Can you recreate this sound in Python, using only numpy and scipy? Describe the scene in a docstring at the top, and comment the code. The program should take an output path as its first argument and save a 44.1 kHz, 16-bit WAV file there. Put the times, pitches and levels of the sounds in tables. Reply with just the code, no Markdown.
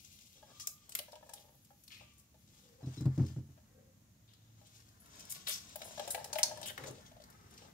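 """In a tiled kitchen, lemon halves are squeezed by hand over a steel strainer, close to a stereo microphone.
Pulp squelches and pops as grainy noise, juice squirts as sputtering noise through a slit, and drops ring a plastic jug.
A spent half is set on a saucer and the counter under the microphone booms as damped low modes.
The hands are nearer the left port; tiles echo, narrow tones and hums swell, and the house rumbles faintly."""
import sys
import numpy as np
from scipy import signal
from scipy.fft import rfft, irfft, next_fast_len
from scipy.io import wavfile
from scipy.ndimage import map_coordinates

SR = 44100
rng = np.random.default_rng(int(sys.argv[2]) if len(sys.argv) > 2 else 0)


def generate_wav(signal):
    """Clip the signal to [-1, 1] and save it as 16-bit WAV at the path in sys.argv[1]."""
    frames = np.transpose(np.atleast_2d(signal))
    scaled = np.clip(frames, -1, 1) * 32767
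    pcm = np.round(scaled).astype(np.int16)
    wavfile.write(sys.argv[1], SR, pcm)


N = 340893  # samples

# Juice and air forced through pulp, sleeves brushing between: time_s, hiss_db, body_db (wet body against hiss)
SQUEEZE_FLOW = [(0.0, -65, -26), (0.32, -69, -31), (0.46, -74.5, -11), (0.62, -63.5, -14.5),
                (0.76, -79, -15), (0.95, -69.5, -1), (1.2, -77, -17), (1.4, -70, -26), (1.48, -85, -29),
                (1.8, -82.5, -35), (2.02, -74, -5), (2.3, -88, -19), (2.6, -70.5, -8.5),
                (2.77, -78.5, -2.5), (2.95, -67.5, -3), (3.13, -78.5, 8), (3.29, -69.5, -4),
                (3.42, -83.5, -0.5), (4.2, -111, 22.5), (4.69, -68, -11.5), (5.0, -79, 0),
                (5.23, -63.5, -5.5), (5.6, -66, -7), (5.98, -59, -10), (6.3, -67, -1.5), (6.88, -65, -4),
                (7.0, -74, 1.5), (7.36, -80, 8), (7.45, -76, 5.5), (7.6, -64.5, 0.5), (7.73, -80, 6.5)]
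# Relative spectra of the hiss, the fine spray and the wet body: pitch_hz, level_db
HISS_SPECTRUM = [(1060, -45), (1800, -34.5), (2090, -9.5), (3410, -2), (3850, -2.5), (4500, -4),
                 (6010, -0.5), (7710, -6), (9000, -9), (11700, -49), (19800, -120)]
SPRAY_SPECTRUM = [(5000, -20.5), (8000, -10), (11000, 7), (16500, 2)]
BODY_SPECTRUM = [(350, 3.5), (700, 2.5), (1200, 1.5), (2000, -2), (3000, -25.5)]
# Squirts from the rind: start_s, level_db (before the swell and decay), centre_hz, width_hz, t60_s
RIND_SQUIRTS = [(.6, -52.5, 6060, 3000, 0.18), (0.901, -68, 7000, 6000, .04), (1.358, -69, 3440, 1200, .1),
                (1.902, -59, 2620, 940, 0.6), (1.91, -59, 3640, 2500, 0.37),
                (2.177, -68, 8500, 6000, 0.098), (4.276, -73.5, 3560, 1210, 1),
                (4.998, -68, 11100, 1500, .2), (5.294, -45.5, 9300, 7000, 0.033),
                (5.34, -54, 4400, 4160, 0.1), (5.466, -44.5, 3500, 2030, 0.28),
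                (5.47, -59.5, 1430, 1210, 0.44), (5.475, -41.5, 10500, 7160, 0.2),
                (5.507, -43.5, 5640, 2500, 0.28), (5.841, -57, 9300, 6000, 0.3),
                (6.101, -45, 10100, 5000, 0.095), (6.375, -48, 9000, 9100, 0.02),
                (6.628, -52.5, 3900, 1200, 0.043), (6.661, -49, 8400, 5040, 0.054),
                (6.652, -52.5, 3030, 500, 0.036), (6.678, -47.5, 3210, 700, 0.042),
                (6.685, -54, 1680, 400, 0.038), (6.682, -55, 12600, 4000, 0.055),
                (6.861, -53, 6400, 1985, 0.041), (7.049, -68.5, 3350, 905, 0.08),
                (7.048, -65.5, 6030, 2000, 0.11)]
# Pops of pulp and ticks of the mesh: start_s, level_db, centre_hz, edge_db (bright edge against body)
PULP_POPS = [(0.0472, -44, 7060, -6), (0.598, -33, 5300, -40), (0.6719, -25.5, 6660, 16),
             (0.8932, -39, 8200, 15), (0.9208, -35.5, 6240, -14), (0.9513, -26, 3240, 21),
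             (0.9895, -27, 3000, 15.5), (1.12, -44, 4600, -24), (1.1543, -42, 2800, -19),
             (1.293, -43.5, 7240, -19.5), (1.336, -32.5, 7900, -7), (1.648, -50.5, 6630, -11),
             (1.837, -47, 8200, -15), (1.8786, -42, 4860, 7), (1.9083, -54, 2700, -21),
             (3.0078, -44, 6050, -10), (3.056, -45, 4960, -25), (3.1597, -52, 6100, -23),
             (3.1784, -47, 4970, -26), (3.2645, -43.5, 4810, -25), (4.3352, -49, 4080, -31),
             (4.669, -50, 7140, -24), (4.8885, -54, 6460, 6), (5.0593, -52, 2870, 16),
             (5.155, -48, 6440, -80), (5.2046, -40.5, 5200, -18), (5.252, -43, 6340, -8),
             (5.301, -38, 8500, 5), (5.3228, -31.5, 8650, 19.5), (5.472, -25.5, 3400, -32),
             (5.7586, -42, 5900, 27), (5.8178, -31.5, 2580, -31), (5.9955, -31, 3400, 1),
             (6.077, -33, 8500, -10), (6.106, -25.5, 8200, -30), (6.1463, -25.5, 2650, 8),
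             (6.2437, -29.5, 6340, 5), (6.331, -27, 6400, -31), (6.355, -28.5, 2800, -23),
             (6.3856, -23.5, 2450, 11.5), (6.4328, -25, 6340, -19), (6.572, -40, 6440, -18),
             (6.6139, -38, 6900, -30), (6.6292, -31.5, 3940, -15), (6.6588, -33, 3220, 13),
             (6.7775, -27.5, 1600, -28), (6.838, -30.5, 1510, -28), (6.871, -36, 5870, -7),
             (6.909, -44.5, 7600, -21), (7.219, -48.5, 4900, -35), (7.2382, -45.5, 5080, -21),
             (7.3014, -46.5, 9000, 0), (7.5086, -51, 7850, -25), (7.5383, -48, 5700, -27.5),
             (7.5778, -44, 5200, -30)]
# Resonances of the strainer's wires: pitch_hz, level_db, t60_s
STRAINER_MODES = [(2063, -36, .02), (4500, 3.5, 0.018), (4965, 8.5, 0.026), (5290, -16, 0.03),
                  (5740, 8.5, 0.024), (6120, 6, 0.025), (6700, 7, 0.067), (8200, -23, 0.03)]
# Strainer struck: start_s, level_db
STRAINER_TAPS = [(6.329, -34.5), (6.4314, -13.5)]
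# Drops landing in the jug: start_s, level_db, upper_db (upper modes against lower)
JUG_DRIPS = [(0.426, -56.5, 4.5), (0.672, -61.5, -3), (0.888, -64, 0), (0.992, -44, -25), (1.081, -55, 0),
             (1.129, -48.5, 0.5), (1.157, -55, 5.5), (1.227, -56.5, 7), (1.291, -50.5, 5.5),
             (1.334, -55, 3), (1.403, -66, -6), (1.482, -62, 0), (1.543, -65, -1), (1.704, -62, 9.5),
             (2.009, -55.5, 1), (2.342, -61, -2.5), (3.576, -60, -1), (4.614, -59, -5), (5.354, -60, -19),
             (5.471, -57, -21), (5.487, -47, -21), (5.756, -42.5, -2), (5.815, -45.5, -6), (5.904, -59, 0),
             (5.976, -40.5, 1.5), (5.995, -38.5, 4), (6.024, -56, 4), (6.049, -49, -5),
             (6.075, -38.5, -2.5), (6.146, -33.5, -0.5), (6.176, -44, 5), (6.199, -50, 6),
             (6.244, -51, 5.5), (6.299, -56, 0), (6.329, -41.5, 4), (6.356, -35.5, -2.5), (6.388, -37, 2),
             (6.431, -39.5, 0.5), (6.494, -44, -10), (6.512, -41.5, 1.5), (6.572, -44, 2.5),
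             (6.614, -46.5, 2), (6.7, -49.5, -15), (6.878, -42, -22.5), (6.981, -53, -22),
             (7.114, -54.5, -5), (7.165, -55, -4), (7.2, -53, -10), (7.618, -50.5, -5), (7.648, -54.5, -4)]
# Resonances of the jug's walls: pitch_hz, level_db, t60_s
JUG_MODES = [(529.7, -15.5, 0.12), (607.8, -4.5, 0.14), (658.3, -4.5, 0.075), (758, -13.5, 0.1),
             (820, -7.5, 0.11), (901, -8.5, 0.078), (1284, -17, 0.051), (1681, -11, 0.046),
             (2090, -16, 0.0083), (3120, -29, 0.11)]
# Thin patter of juice: start_s, length_s, level_db
JUICE_STREAM = [(1.12, 0.39, -73), (5.79, 0.9, -63.5)]
# Sleeve rubbing and strainer bumping on the jug:
# start_s, level_db (before the swell and decay), centre_hz, width_hz, t60_s
JUG_CONTACTS = [(.35, -76.5, 480, 250, 0.68), (.47, -67.5, 580, 500, .1), (.48, -79, 1340, 500, .2),
                (2.8, -68, 680, 348, 0.35), (6.778, -55.5, 346, 600, 0.3), (6.83, -55.5, 500, 400, 0.13),
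                (6.865, -54, 294, 250, 0.27), (6.96, -69.5, 300, 500, 0.45)]
# Resonances of the saucer: pitch_hz, level_db, t60_s
SAUCER_MODES = [(3990, 7, 0.2), (5280, 2, .15), (6750, -4, .06)]
# Saucer touched: start_s, level_db
SAUCER_CLINKS = [(2.833, -73), (2.975, -64)]
# Saucer, hand and nudged jug bumping the counter: start_s, level_db
COUNTER_BUMPS = [(2.829, -31.5), (2.867, -29), (2.972, -32), (3.006, -25), (3.056, -17), (3.177, -19.5),
                 (3.195, -16.5), (3.235, -25), (3.299, -37.5), (3.363, -28.5), (3.389, -36.5),
                 (3.439, -45.5), (3.49, -47), (6.781, -51), (6.822, -49), (6.875, -43), (6.901, -44.5)]
# Resonances of the counter slab: pitch_hz, level_db, t60_s
COUNTER_MODES = [(89.1, -13.5, 0.36), (131.6, -0.5, 0.24), (149.7, -8, .12), (220.2, -16, 0.19),
                 (268.2, -10, 0.11), (310, -14, 0.14), (394, -24, 0.17), (503, -30, 0.099)]
# Faint narrow tones, then low hums, that swell and fade: start_s, end_s, start_hz, end_hz, width_hz, level_db
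FAINT_TONES = [(.5, .86, 1220, 1185, 111, -74.5), (1.88, 2.32, 1260, 1103, 50.4, -81.5),
               (2.62, 2.97, 490, 523, 93, -71.5), (3.7, 3.949, 500, 511, 142, -71.5)]
LOW_HUMS = [(1.8, 2.7, 66.1, 76, 6.9, -67.5), (4.2, 5.0, 110.4, 110.7, 7.1, -62)]
# Deep rumble of the house: time_s, level_db
HOUSE_RUMBLE = [(0, -69), (2, -70.5), (3.6, -66), (4.4, -69.5), (5.8, -64.5), (6.9, -63), (7.73, -65.5)]
# Relative spectra of the rumble, the drone, and the room air with microphone hiss: pitch_hz, level_db
RUMBLE_SPECTRUM = [(25, -36), (45, -10.5), (75, -11.5), (110, -13.5), (200, -45.5)]
DRONE_SPECTRUM = [(60, -17), (85, -0.5), (120, -1.5), (170, -5), (220, -5), (260, -12.5), (340, -18),
                  (450, -37), (800, -61)]
AIR_SPECTRUM = [(180, -33), (300, 3), (361, -8), (496, -5), (863, -10.5), (970, -13), (5100, -13.5),
                (6670, -6.5), (8730, -19.5), (14900, -13), (16500, -32)]
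# Likeness of the house's left and right: pitch_hz, likeness (0 to 1)
LEFT_RIGHT_LIKENESS = [(60, .97), (250, 0.89), (600, 0.26), (2000, 0), (16000, 0)]
# Decay of the kitchen's echo: pitch_hz, t60_s
KITCHEN_DECAY = [(300, 0.22), (2000, 0.36), (6000, 0.24), (14000, 0.26)]

# Spray at the usual hiss, that usual hiss, spray dB per dB of hiss, spray dB per dB less of wet body
SPRAY_DB, USUAL_HISS_DB, SPRAY_GROWS, DRY_SPRAYS = -81, -71, 0.48, 0.31
SQUIRT_RISE_S, SQUIRT_HOLD_S, SQUIRT_FLUTTER_DB = 0.0047, 0.018, 4.5
CONTACT_RISE_S, CONTACT_HOLD_S, CONTACT_FLUTTER_DB = 0.01, 0.037, 1.5
# Decay of a pop at the middle pitch, and the power by which higher ones die sooner
POP_T60_S, POP_MIDDLE_HZ, POP_SHORTENS = 0.021, 5000, 0.23
FAINT_POP_COUNT, FAINT_POP_DB = 40, 16  # least level, against the hiss around them
STREAM_EDGE_DB_PER_S = 250  # how fast the patter swells and thins out
KNOCK_DB = -9.5  # dull knock against the boom
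DRONE_DB, DRONE_GROWS = -66, 1  # mean drone, its dB per dB of deep rumble
AIR_DB = -73.5
HANDS_LEFT_DB, HANDS_LEAD_S = 11, 0.000397  # left over right in the bass; left ahead of right
TOP_STEP_HZ, TOP_END_HZ = 15750, 16800


def squeeze():
    """Noise broken by tiny bursting cells; the flow comes in uneven surges, and more flow sprays more."""
    out, surge = np.zeros(N), wobble(13)
    hiss_db, body_db = curves(SQUEEZE_FLOW)
    spray_db = SPRAY_DB + SPRAY_GROWS * (hiss_db - USUAL_HISS_DB) - DRY_SPRAYS * body_db
    layers = [(hiss_db, HISS_SPECTRUM), (spray_db, SPRAY_SPECTRUM), (hiss_db + body_db, BODY_SPECTRUM)]
    for level_db, spectrum in layers:
        cells = (rng.random(N) < 500 / SR) * rng.exponential(size=N) * rng.standard_normal(N)
        grain = rng.standard_normal(N) + 0.5 * unit(cells)
        # the surge is common to all layers, the quicker flutter is each layer's own
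        uneven_db = 2.2 * np.tanh(surge) + 3 * np.tanh(wobble(45))
        out += amp(level_db + uneven_db) * coloured(grain, spectrum)
    return out


def squirts():
    """Juice jets through slits in the rind as sputtering noise."""
    return bursts(RIND_SQUIRTS, SQUIRT_RISE_S, SQUIRT_HOLD_S, SQUIRT_FLUTTER_DB)


def pops():
    """Each pop is a burst of noise through a broad resonance, with a shorter bright edge."""
    out, t = np.zeros(N), np.arange(SR // 8) / SR
    bright = lambda f: (1j * f / (9000 + 1j * f)) ** 2
    for s, db, centre_hz, edge_db in [*PULP_POPS, *faint_pops()]:
        t60 = POP_T60_S * (POP_MIDDLE_HZ / centre_hz) ** POP_SHORTENS
        decay = amp(-60 * t / np.array([[t60], [0.18 * t60]]))
        onset = 1 - np.exp(-t / 0.00071)
        body, edge = rng.standard_normal((2, len(t))) * decay * onset
        peak = resonance(centre_hz, 0.6 * centre_hz)
        cell = lambda f: peak(f) + 0.08 * 1j * f / (500 + 1j * f)  # with a broad skirt
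        add(out, s, amp(db) * (filtered(body, cell) + amp(edge_db) * filtered(edge, bright)))
    return out


def faint_pops():
    """Rows like those of PULP_POPS at chance moments, their strength following the squeezing hiss."""
    when, size, pitch, edge = rng.random((FAINT_POP_COUNT, 4)).T
    hiss_db = curves(SQUEEZE_FLOW)[0][(when * N).astype(int)]
    level_db = hiss_db + FAINT_POP_DB + 5 * size
    return zip(when * N / SR, level_db, 3000 + 5000 * pitch, -10 - 20 * edge)


def strainer():
    """Taps make the wires chatter for a moment: a noise burst through the mesh's resonances."""
    out, t = np.zeros(N), np.arange(SR // 8) / SR
    wires = lambda f: sum(amp(level) * resonance(hz, 2.2 / t60 + 120)(f) for hz, level, t60 in STRAINER_MODES)
    for s, db in STRAINER_TAPS:
        rattle = rng.standard_normal(len(t)) * amp(-60 * t / 0.021)
        add(out, s, amp(db) * filtered(rattle, wires))
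    return out


def drips():
    """Drops ring the jug's walls and splash; a big flat drop favours the lower modes."""
    out, t = np.zeros(N), np.arange(SR // 5) / SR
    upper = np.array([hz > 700 for hz, _, _ in JUG_MODES])
    soft = 1 - np.exp(-t / 0.0018)  # a wet landing starts softly
    for s, db, upper_db in JUG_DRIPS:
        burst = rng.standard_normal(len(t)) * amp(-60 * t / 0.05)
        splash = filtered(burst, resonance(3300, 2000))
        walls = ring(JUG_MODES, upper * upper_db, 0.2, detune=0.024, spread_db=2.5)
        add(out, s, amp(db) * soft * (walls + amp(0.5) * splash))
    return out


def stream():
    """A patter of soft droplets excites the jug's walls, swelling and thinning at its ends."""
    walls = lambda f: sum(amp(db) * resonance(hz, 7 / t60)(f) for hz, db, t60 in JUG_MODES)
    rounded = lambda f: walls(f) * (1200 / (1200 + 1j * f)) ** 2  # droplets land softly
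    droplets = (rng.random(N) < 160 / SR) * rng.standard_normal(N)
    spatter = unit(filtered(droplets + 0.0043 * rng.standard_normal(N), rounded))
    now, gain = np.arange(N) / SR, np.zeros(N)
    for start, length, db in JUICE_STREAM:
        outside_s = np.clip(np.maximum(start - now, now - start - length), 0, None)
        gain += amp(db - STREAM_EDGE_DB_PER_S * outside_s)
    return spatter * gain


def jug_contacts():
    """Sleeve rubbing and strainer bumping on the jug: grainy noise coloured by its wall."""
    return bursts(JUG_CONTACTS, CONTACT_RISE_S, CONTACT_HOLD_S, CONTACT_FLUTTER_DB)


def saucer():
    """Each touch rings the saucer's damped high modes."""
    out = np.zeros(N)
    for s, db in SAUCER_CLINKS:
        add(out, s, amp(db) * ring(SAUCER_MODES, 0, 0.4, detune=0.00096))
    return out


def counter():
    """Soft bumps drive the slab's low modes; a dull knock rides on each."""
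    out, t = np.zeros(N), np.arange(SR // 2) / SR
    dull = lambda f: (500 / (500 + 1j * f)) ** 2
    for s, db in COUNTER_BUMPS:
        boom = ring(COUNTER_MODES, 0, 0.5, detune=0.01, spread_db=-2.0) * (1 - np.exp(-t / 0.0053))
        knock = filtered(rng.standard_normal(len(t)) * amp(-60 * t / 0.15), dull)
        add(out, s, amp(db) * (boom + amp(KNOCK_DB) * knock))
    return out


def gliding_tones(table):
    """Narrow noise and a little pure tone on a gliding centre, swelling and fading."""
    out = np.zeros(N)
    for start, end, from_hz, to_hz, width_hz, db in table:
        u = np.linspace(0, 1, round((end - start) * SR))
        narrow = lambda f: np.exp(-(2 * f / width_hz) ** 2)
        slow = filtered(rng.standard_normal((2, len(u))), narrow)
        turn = 2 * np.pi * np.cumsum(from_hz + (to_hz - from_hz) * u) / SR
        tone = (unit(slow[0]) + 0.16) * np.cos(turn) + unit(slow[1]) * np.sin(turn)
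        swell = np.sin(np.pi * u ** 0.73)
        add(out, start, amp(db) * swell * unit(tone))
    return out


def house():
    """Low rumble, an uneven drone that follows it, and steady air, all as stereo noise."""
    deep_db, = curves(HOUSE_RUMBLE)
    drone_db = DRONE_DB + DRONE_GROWS * (deep_db - deep_db.mean()) + wobble(6.5)
    low = amp(deep_db) * diffuse(RUMBLE_SPECTRUM) + amp(drone_db) * diffuse(DRONE_SPECTRUM)
    return low + amp(AIR_DB) * diffuse(AIR_SPECTRUM)


def diffuse(spectrum):
    """Stereo noise, alike in the bass and unrelated in the treble."""
    turn = lambda hz: np.arccos(np.clip(along(LEFT_RIGHT_LIKENESS, hz), -1, 1)) / 2
    shares = lambda hz: amp(along(spectrum, hz)) * [np.cos(turn(hz)), np.sin(turn(hz))]
    mid, side = filtered(rng.standard_normal((2, N)), shares)
    return unit(np.array([mid + side, mid - side]))


def kitchen(x):
    """Counter and tiles answer at once, the room slower; the echo pattern is drawn anew every third of a second."""
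    out, hop, delay = np.zeros((2, N + 2 * SR)), SR // 3, 90  # delay in samples
    for start in range(0, N, hop):
        hz, t, z = signal.stft(rng.standard_normal((2, SR * 2 // 5)), SR, nperseg=256)
        room = amp(-60 * t / along(KITCHEN_DECAY, hz)[:, None])
        early = amp(12.0 - 60 * t / 0.011)  # counter and tiles
        tail = signal.istft(z * (room + early), SR, nperseg=256)[1]
        tail = tail / np.linalg.norm(tail[0])
        wet = signal.fftconvolve(x[None, start:start + hop], tail, axes=1)
        out[:, start + delay:start + delay + wet.shape[1]] += wet
    return out[:, :N]


def ports(x, left_db, lead_s):
    """A near source reaches the left port earlier and louder, the level difference shrinking with pitch."""
    side = np.array([[1], [-1]])
    path = lambda f: np.exp(1j * np.pi * f * lead_s * side) * amp(-1.5 * side * f / 12000)
    return amp(side * left_db / 2) * filtered(np.array([x, x]), path)


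def bursts(table, rise_s, hold_s, flutter_db):
    """Noise that swells, sputters in grains and dies; the opening or wall it excites sets its colour."""
    out, t = np.zeros(N), np.arange(SR // 2) / SR
    for s, db, centre_hz, width_hz, t60 in table:
        sputter = np.tanh(map_coordinates(rng.standard_normal(150), [t * 220]))
        cells = (rng.random(len(t)) < 1500 / SR) * rng.standard_normal(len(t))
        grain = rng.standard_normal(len(t)) + 0.52 * unit(cells)
        slit = resonance(centre_hz, width_hz)
        jet = filtered(grain, lambda f: slit(f) * (slit(f) + 0.98))
        decay = amp(-60 * np.clip(t - rise_s - hold_s, 0, 1) / t60)
        shape = np.clip(t / rise_s, 0, 1) * decay
        add(out, s, amp(db) * shape * unit(amp(flutter_db * sputter) * jet))
    return out


def ring(modes, gains_db, length_s, detune=0.021, spread_db=-1.0):
    """Damped sines of one blow, each at a new strength and slightly new pitch."""
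    hz, db, t60 = np.transpose(modes)[:, :, None]
    t = np.arange(round(length_s * SR)) / SR
    chance = rng.standard_normal((3, len(modes), 1))  # strength, pitch, phase
    level_db = db + np.reshape(gains_db, (-1, 1)) + spread_db * chance[0] - 60 * t / t60
    turn = 2 * np.pi * hz * (1 + detune * chance[1]) * t + 0.75 * chance[2]
    onset = 1 - np.exp(-t / 0.00025)
    return np.sum(amp(level_db) * np.sin(turn), axis=0) * onset


def resonance(centre_hz, width_hz):
    """Causal response of one resonance."""
    return lambda f: 1j * f * width_hz / (centre_hz ** 2 - f * f + 1j * f * width_hz)


def coloured(x, spectrum):
    """x given a spectrum, at rms 1."""
    return unit(filtered(x, lambda hz: amp(along(spectrum, hz))))


def filtered(x, response):
    """x times a complex response of frequency."""
    m = next_fast_len(x.shape[-1] + 8192)
    return irfft(rfft(x, m) * response(np.fft.rfftfreq(m, 1 / SR)), m)[..., :x.shape[-1]]


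def wobble(rate_hz):
    """A smooth random curve through rate_hz knots a second."""
    knots = rng.standard_normal(int(N * rate_hz / SR) + 4)
    return map_coordinates(knots, [np.arange(N) * rate_hz / SR])


def curves(rows):
    """One value per sample for each column after the time."""
    s, *columns = np.transpose(rows)
    return [np.interp(np.arange(N) / SR, s, column) for column in columns]


def along(points, hz):
    """Value at hz between (pitch_hz, value) points on a log axis."""
    f, v = np.transpose(points)
    return np.interp(np.log(hz + 1), np.log(f + 1), v)


def amp(db):
    """Gain of a level in dB."""
    return 10 ** (np.asarray(db) / 20)


def unit(x):
    """x at rms 1."""
    return x / np.sqrt(np.mean(x ** 2) + 1e-20)


def add(track, s, sound):
    """Mix a sound into the track at time s."""
    part = track[round(s * SR):][:len(sound)]
    part += sound[:len(part)]


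def scene():
    """Hands and jug near the microphone, counter under it, house around."""
    hands = squeeze() + squirts() + pops() + strainer() + saucer()
    drops = drips() + stream() + jug_contacts() + gliding_tones(FAINT_TONES)
    booms = counter()
    near = ports(hands, HANDS_LEFT_DB, HANDS_LEAD_S) + ports(drops, left_db=9.5, lead_s=0.0001)
    wet = kitchen(amp(1.0) * hands + amp(-2) * drops + amp(-18) * booms)
    under = booms * amp([[0.4], [-0.4]])  # almost equal in both ports
    return near + wet + under + gliding_tones(LOW_HUMS) + house()


def record(dry):
    """The microphone drops the deep bass; the top end falls by a step, then stops."""
    bass = lambda hz: (1j * hz / (60 + 1j * hz)) ** 2
    top = lambda hz: np.where(hz < TOP_STEP_HZ, 1, amp(-27)) * (hz < TOP_END_HZ)
    return filtered(dry, lambda hz: bass(hz) * top(hz))


dry = scene()
out = record(dry)
generate_wav(out)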